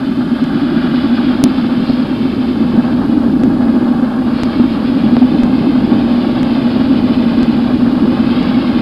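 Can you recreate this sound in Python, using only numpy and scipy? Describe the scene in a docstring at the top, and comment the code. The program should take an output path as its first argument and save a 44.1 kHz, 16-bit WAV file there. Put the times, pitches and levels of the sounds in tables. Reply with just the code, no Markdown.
"""A deep, throbbing roar: fire in an open steel drum stove in a garden, burning plastic, air fed by a hose.
Turbulent flames drive the drum's air modes; gas pockets boom as they catch, over a broad low rumble.
The air jet and melting plastic make shaped-noise hisses; a blower whines faintly as a wavering sine.
The microphone moves from beside the drum to over its mouth. The dull, nearly overloaded recorder
adds hiss and ticks, mostly about a second apart; the tallest one cracks."""
import sys
import numpy as np
from scipy import signal
from scipy.fft import rfft, irfft, next_fast_len
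from scipy.io import wavfile
from scipy.ndimage import uniform_filter1d

SR = 44100
rng = np.random.default_rng(int(sys.argv[2]) if len(sys.argv) > 2 else 0)


def dump(signal):
    """Clip the signal to [-1, 1] and save it as 16-bit WAV at the path in sys.argv[1]."""
    limited = np.clip(np.atleast_2d(signal).T, -1, 1)
    pcm = np.round(limited * 32767).astype(np.int16)
    wavfile.write(sys.argv[1], SR, pcm)


N = 388521
TIME, FREQ = np.arange(N) / SR, np.arange(N // 2 + 1) * SR / N

# strength of the burn before throbbing: time_s, level_db
BURN_LEVEL = [(0, -14), (1.3, -11), (2.3, -14), (2.85, -11), (3.8, -9.5), (4.1, -13.5), (4.8, -13.5),
              (5.1, -9.5), (5.9, -10), (6.4, -12), (6.9, -10.0), (7.5, -11), (7.75, -10), (8.81, -12)]
# deep air resonances of drum and flue: pitch_hz, width_hz, relative_level_db
DEEP_AIR_MODES = [(147, 67, -21), (244.7, 55.6, 2), (278.3, 112, -9), (335, 65, -16)]
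# uneven pulsation of the flames
THROB_HZ, THROB_SPREAD_HZ, THROB_RMS_DB = 7.9, 11, 1.35
# microphone position: time_s, share_beside (1 beside the drum, 0 over its mouth)
MIC_BESIDE = [(0, 0.86), (.75, 0.91), (1.3, 0.52), (2.2, 0.2), (3, 0.14), (8.81, 0)]
# hollows and rises heard beside the drum: pitch_hz, width_hz, change_db
SIDE_COLOURING = [(166, 27, 5.5), (205, 29, -5), (356, 150, 3), (484, 78, -16), (785, 120, -3.5),
                  (1056, 94, -11.5), (1470, 270, 2.5), (2600, 400, -1.5), (3040, 180, 3), (3420, 180, 3)]
# buffeting of the burning gas, before the rumble gain: time_s, level_db
BUFFET_LEVEL = [(0, -32.5), (1.9, -32.0), (2.9, -28.5), (4.1, -32), (5, -30.5), (8.81, -28)]
# spectrum of the buffeting: pitch_hz, relative_density_db_per_hz
RUMBLE_SPECTRUM = [(10, -18.5), (25, -11), (45, -7), (65, -3.5), (100, -3), (140, -1), (220, 0.5),
                   (450, -9.5), (900, -34)]
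# flames tearing in the draught: time_s, lower_modes_level_db, upper_modes_level_db
FLAME_LEVELS = [(0, -33, -34.5), (0.8, -30.0, -29.5), (1.4, -29, -31), (2.45, -32, -36), (2.9, -27, -31),
                (3.35, -30, -35.0), (3.7, -26, -31.5), (4.55, -30, -31.5), (5.2, -28, -33.5),
                (6.3, -26.0, -32.5), (7.5, -28, -33), (8.45, -27.5, -30.5), (8.81, -28, -31)]
# middle air modes of the drum: pitch_hz, width_hz, relative_level_db
LOWER_AIR_MODES = [(522, 90, 0), (608, 154, 0), (794, 113, 0), (877, 74, -4.5)]
# high air modes of the drum: pitch_hz, width_hz, relative_level_db
UPPER_AIR_MODES = [(1112, 216, 2), (1284, 280, -3.5), (1460, 440, -8), (1623, 240, -3.5)]
# force of the air jet, before the rush and sizzle gains: time_s, level_db
JET_FORCE = [(0, -39.5), (0.25, -38.5), (0.95, -33.0), (1.9, -35), (2.9, -38.5), (3.4, -44), (3.7, -41),
             (4.18, -42.5), (4.4, -35.5), (5.6, -36), (6.1, -34.5), (7.5, -33.5), (7.9, -37.5),
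             (8.4, -31.5), (8.81, -33.5)]
# spectrum of the jet's rush: pitch_hz, relative_density_db_per_hz
RUSH_SPECTRUM = [(600, -7), (1400, 1.5), (1850, -3.5), (2150, 1.5), (2350, -0.5), (2550, 2), (2820, 0),
                 (3050, 1.5), (3600, 0), (3900, -5), (4500, -17)]
# spectrum of the finer sizzle: pitch_hz, relative_density_db_per_hz
SIZZLE_SPECTRUM = [(3000, -23), (3800, -4.5), (4150, 1), (4450, -1), (4900, -1.5), (6000, -8.5)]
# short hisses of melting plastic: peak_s, sizzle_rise_db
PLASTIC_SPITS = [(1.89, 5), (4.42, 4)]
SPIT_HALF_WIDTH_S = 0.065  # to 1/e of the dB rise
# blower tone: mean pitch, mean rms level over the mouth
WHINE_HZ, WHINE_OVER_MOUTH_DB = 927, -42.5
# recorder ticks, each a jump in the wave: time_s, jump_height_db, settling_s
RECORDER_TICKS = [(.4410, -11, .001), (1.4396, 6, 0.00085), (3.436, -7, 0.0021), (4.4346, -0.5, 0.0017),
                  (5.4346, -7, 0.0057), (6.4313, -6, .0015), (7.4314, -6.5, 0.0036), (8.4287, -15, .002)]
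# gas pockets that catch all at once: start_s, boom_drive_db, flare_start_db
GAS_PUFFS = [(1.096, -8, -24), (1.442, -2, -20), (1.8977, 2, -17.5), (2.779, -1, -25), (2.8659, -7, -22),
             (3.02, -2.5, -19), (4.5979, 4.5, -22), (4.9705, -5, -24), (5.167, 0.5, -8), (5.384, -12, -22),
             (5.8745, -6, -22), (8.2852, -8, -25)]
# shrill parts of the tallest tick: pitch_hz, width_hz, level_db
CRACK_PARTS = [(520, 620, -6), (5400, 4700, 6), (10100, 3400, 3)]
# recorder: input and final low-pass edges, hiss rms ahead of the final low-pass
INPUT_BAND_HZ, CUTOFF_HZ, SELF_NOISE_DB = 5130, 12650, -51.5


def from_db(db):
    """Decibels to amplitude gain."""
    return 10 ** (np.asarray(db) / 20)


def rms_one(x):
    """Scale to unit rms."""
    return x / np.sqrt(np.mean(x ** 2) + 1e-20)


def in_time(rows):
    """Interpolate a two-column control curve to every sample."""
    return np.interp(TIME, *np.transpose(rows))


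def noise(gain):
    """Unit-rms Gaussian noise shaped by a gain over FREQ."""
    size = next_fast_len(N, real=True)
    size_hz = np.arange(size // 2 + 1) * SR / size
    spectrum = rfft(rng.standard_normal(size)) * np.interp(size_hz, FREQ, gain)
    return rms_one(irfft(spectrum, size)[:N])


def colour(points):
    """Gain over FREQ, interpolated in dB over log frequency."""
    hz, db = np.transpose(points)
    return from_db(np.interp(np.log(FREQ + 1), np.log(hz), db))


def bell(hz, width_hz):
    """Resonance curve of height 1, half height at hz +/- width_hz / 2."""
    return 1 / (1 + (2 * (FREQ - hz) / width_hz) ** 2)


def resonances(modes):
    """Gain of independently driven modes, whose powers add."""
    return np.sqrt(sum((from_db(db) * bell(hz, width_hz)) ** 2 for hz, width_hz, db in modes))


def drift(rate_hz):
    """Unit-rms random wander, rolling off around rate_hz."""
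    return noise(1 / (1 + (FREQ / rate_hz) ** 2) ** 2)


def steadied(x, span_s):
    """Divide out the noise's slow chance swells of power; keep quicker changes."""
    size = max(int(span_s * SR), 1)
    power = uniform_filter1d(uniform_filter1d(x ** 2, size), size)
    return x / np.sqrt(power + 1e-12)


def heard(gain):
    """Turbulence noise; the path round the rim colours it while the microphone is beside the drum."""
    side_db = sum(db * bell(hz, width_hz) for hz, width_hz, db in SIDE_COLOURING)
    share = np.clip(in_time(MIC_BESIDE), 0, 1)
    over_mouth = np.sqrt(1 - share) * noise(gain)
    return over_mouth + np.sqrt(share) * noise(gain * from_db(side_db))


def roar(steady_span_s=0.084):
    """Irregular throbs of the drum air at an otherwise even level, following the burn curve."""
    throb = from_db(THROB_RMS_DB * noise(bell(THROB_HZ, THROB_SPREAD_HZ)))
    deep_air = steadied(heard(resonances(DEEP_AIR_MODES)), steady_span_s)
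    return from_db(in_time(BURN_LEVEL)) * throb * deep_air


def rumble(gain_db=6.0):
    """Burning gas buffets broadly under the resonance."""
    return from_db(in_time(BUFFET_LEVEL) + gain_db) * heard(colour(RUMBLE_SPECTRUM))


def flames(lower_flutter_db=1.8, upper_flutter_db=2.0, flutter_rate_hz=42):
    """Flapping flames excite the higher air modes in quick spurts."""
    time_s, lower_db, upper_db = np.transpose(FLAME_LEVELS)
    flap = drift(flutter_rate_hz)  # shared by both groups of modes
    lower = from_db(lower_flutter_db * flap) * heard(resonances(LOWER_AIR_MODES))
    upper = from_db(upper_flutter_db * flap) * heard(resonances(UPPER_AIR_MODES))
    lower_gain = from_db(np.interp(TIME, time_s, lower_db))
    upper_gain = from_db(np.interp(TIME, time_s, upper_db))
    return lower_gain * steadied(lower, span_s=0.29) + upper_gain * steadied(upper, span_s=0.18)


def reflected(x, gain=0.32, delay_s=0.002082, sway_rms_s=.00017, sway_rate_hz=1.2):
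    """The lid returns a faint copy; the swaying hand shifts its delay, so ripples glide through the hiss."""
    arrival_s = TIME - delay_s - sway_rms_s * drift(sway_rate_hz)
    late = np.interp(arrival_s, TIME, x)
    return (x + gain * late) / np.sqrt(1 + gain ** 2)


def jet(flutter_rms_db=0.95, flutter_rate_hz=35, rush_gain_db=2.0, sizzle_gain_db=-1.5):
    """Air rushes into the embers and fans the sizzling, spitting melt; both flutter lightly."""
    force_db = in_time(JET_FORCE)
    spit_db = sum(db * np.exp(-((TIME - s) / SPIT_HALF_WIDTH_S) ** 2) for s, db in PLASTIC_SPITS)
    rush = from_db(force_db + rush_gain_db) * heard(colour(RUSH_SPECTRUM))
    sizzle = from_db(force_db + sizzle_gain_db + spit_db) * noise(colour(SIZZLE_SPECTRUM))
    return reflected(rush + sizzle) * from_db(flutter_rms_db * drift(flutter_rate_hz))


def blower(wander_share=.0012, waver_rms_db=0.2, beside_db=-9):
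    """A thin, slightly unsteady blade tone comes up out of the mouth, weaker beside the drum."""
    pitch_hz = WHINE_HZ * (1 + wander_share * drift(3.2))
    phase = 2 * np.pi * np.cumsum(pitch_hz) / SR
    level_db = WHINE_OVER_MOUTH_DB + waver_rms_db * drift(3) + beside_db * in_time(MIC_BESIDE)
    return np.sqrt(2) * from_db(level_db) * np.sin(phase)


def ticks(rise_s=.00007):
    """The wave is drawn one way, then snaps across; slow settling adds a small thump."""
    out = np.zeros(N)
    for s, db, settle_s in RECORDER_TICKS:
        near = abs(TIME - s) < .05
        t = TIME[near] - round(s * SR) / SR
        jump = np.clip(t / rise_s, -.5, .5)
        out[near] += from_db(db) * jump * np.exp(-abs(t) / settle_s)
    return out


def puffs(rise_s=0.0012, burst_s=0.0043):
    """Each pocket flares for a few milliseconds and sets the strongest air mode booming."""
    hz, width_hz, _ = max(DEEP_AIR_MODES, key=lambda mode: mode[2])
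    boom, flare = np.zeros(N), np.zeros(N)
    for s, boom_db, flare_db in GAS_PUFFS:
        near = (TIME > s) & (TIME < s + .1)
        t = TIME[near] - s
        envelope = (1 - np.exp(-t / rise_s)) * np.exp(-width_hz * t)
        boom[near] += from_db(boom_db) * envelope * np.sin(2 * np.pi * hz * t)
        flare[near] += from_db(flare_db) * np.exp(-t / burst_s)
    return boom + flare * noise(resonances(LOWER_AIR_MODES))


def cracked(x, lost_s=0.00047):
    """At the tallest tick the wave is lost for an instant and a shrill snap takes its place."""
    t = TIME - max(RECORDER_TICKS, key=lambda tick: tick[1])[0]
    snap = np.zeros(N)
    for k, (hz, width_hz, db) in enumerate(CRACK_PARTS):
        envelope = np.exp(-np.pi * (width_hz * t) ** 2)
        snap += (-1) ** k * from_db(db) * envelope * np.sin(2 * np.pi * hz * t)
    return x * (1 - np.exp(-np.pi * (t / lost_s) ** 2)) + snap


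def scene():
    """All the stove's sounds at one microphone in the open air."""
    return (roar() + rumble() + flames() + jet() + blower() + puffs())[None]


def record(dry):
    """Clipped, narrow-band input; then ticks, crack and hiss; clipped again and the top cut."""
    input_filter = signal.butter(22, INPUT_BAND_HZ, fs=SR, output="sos")
    narrow = signal.sosfilt(input_filter, np.clip(dry, -.97, .97))
    stored = cracked(narrow + ticks()) + from_db(SELF_NOISE_DB) * rng.standard_normal(N)
    top_cut = signal.ellip(10, .2, 80, CUTOFF_HZ, fs=SR, output="sos")
    return signal.sosfilt(top_cut, np.clip(stored, -1, 1))


dry = scene()
out = record(dry)
dump(out)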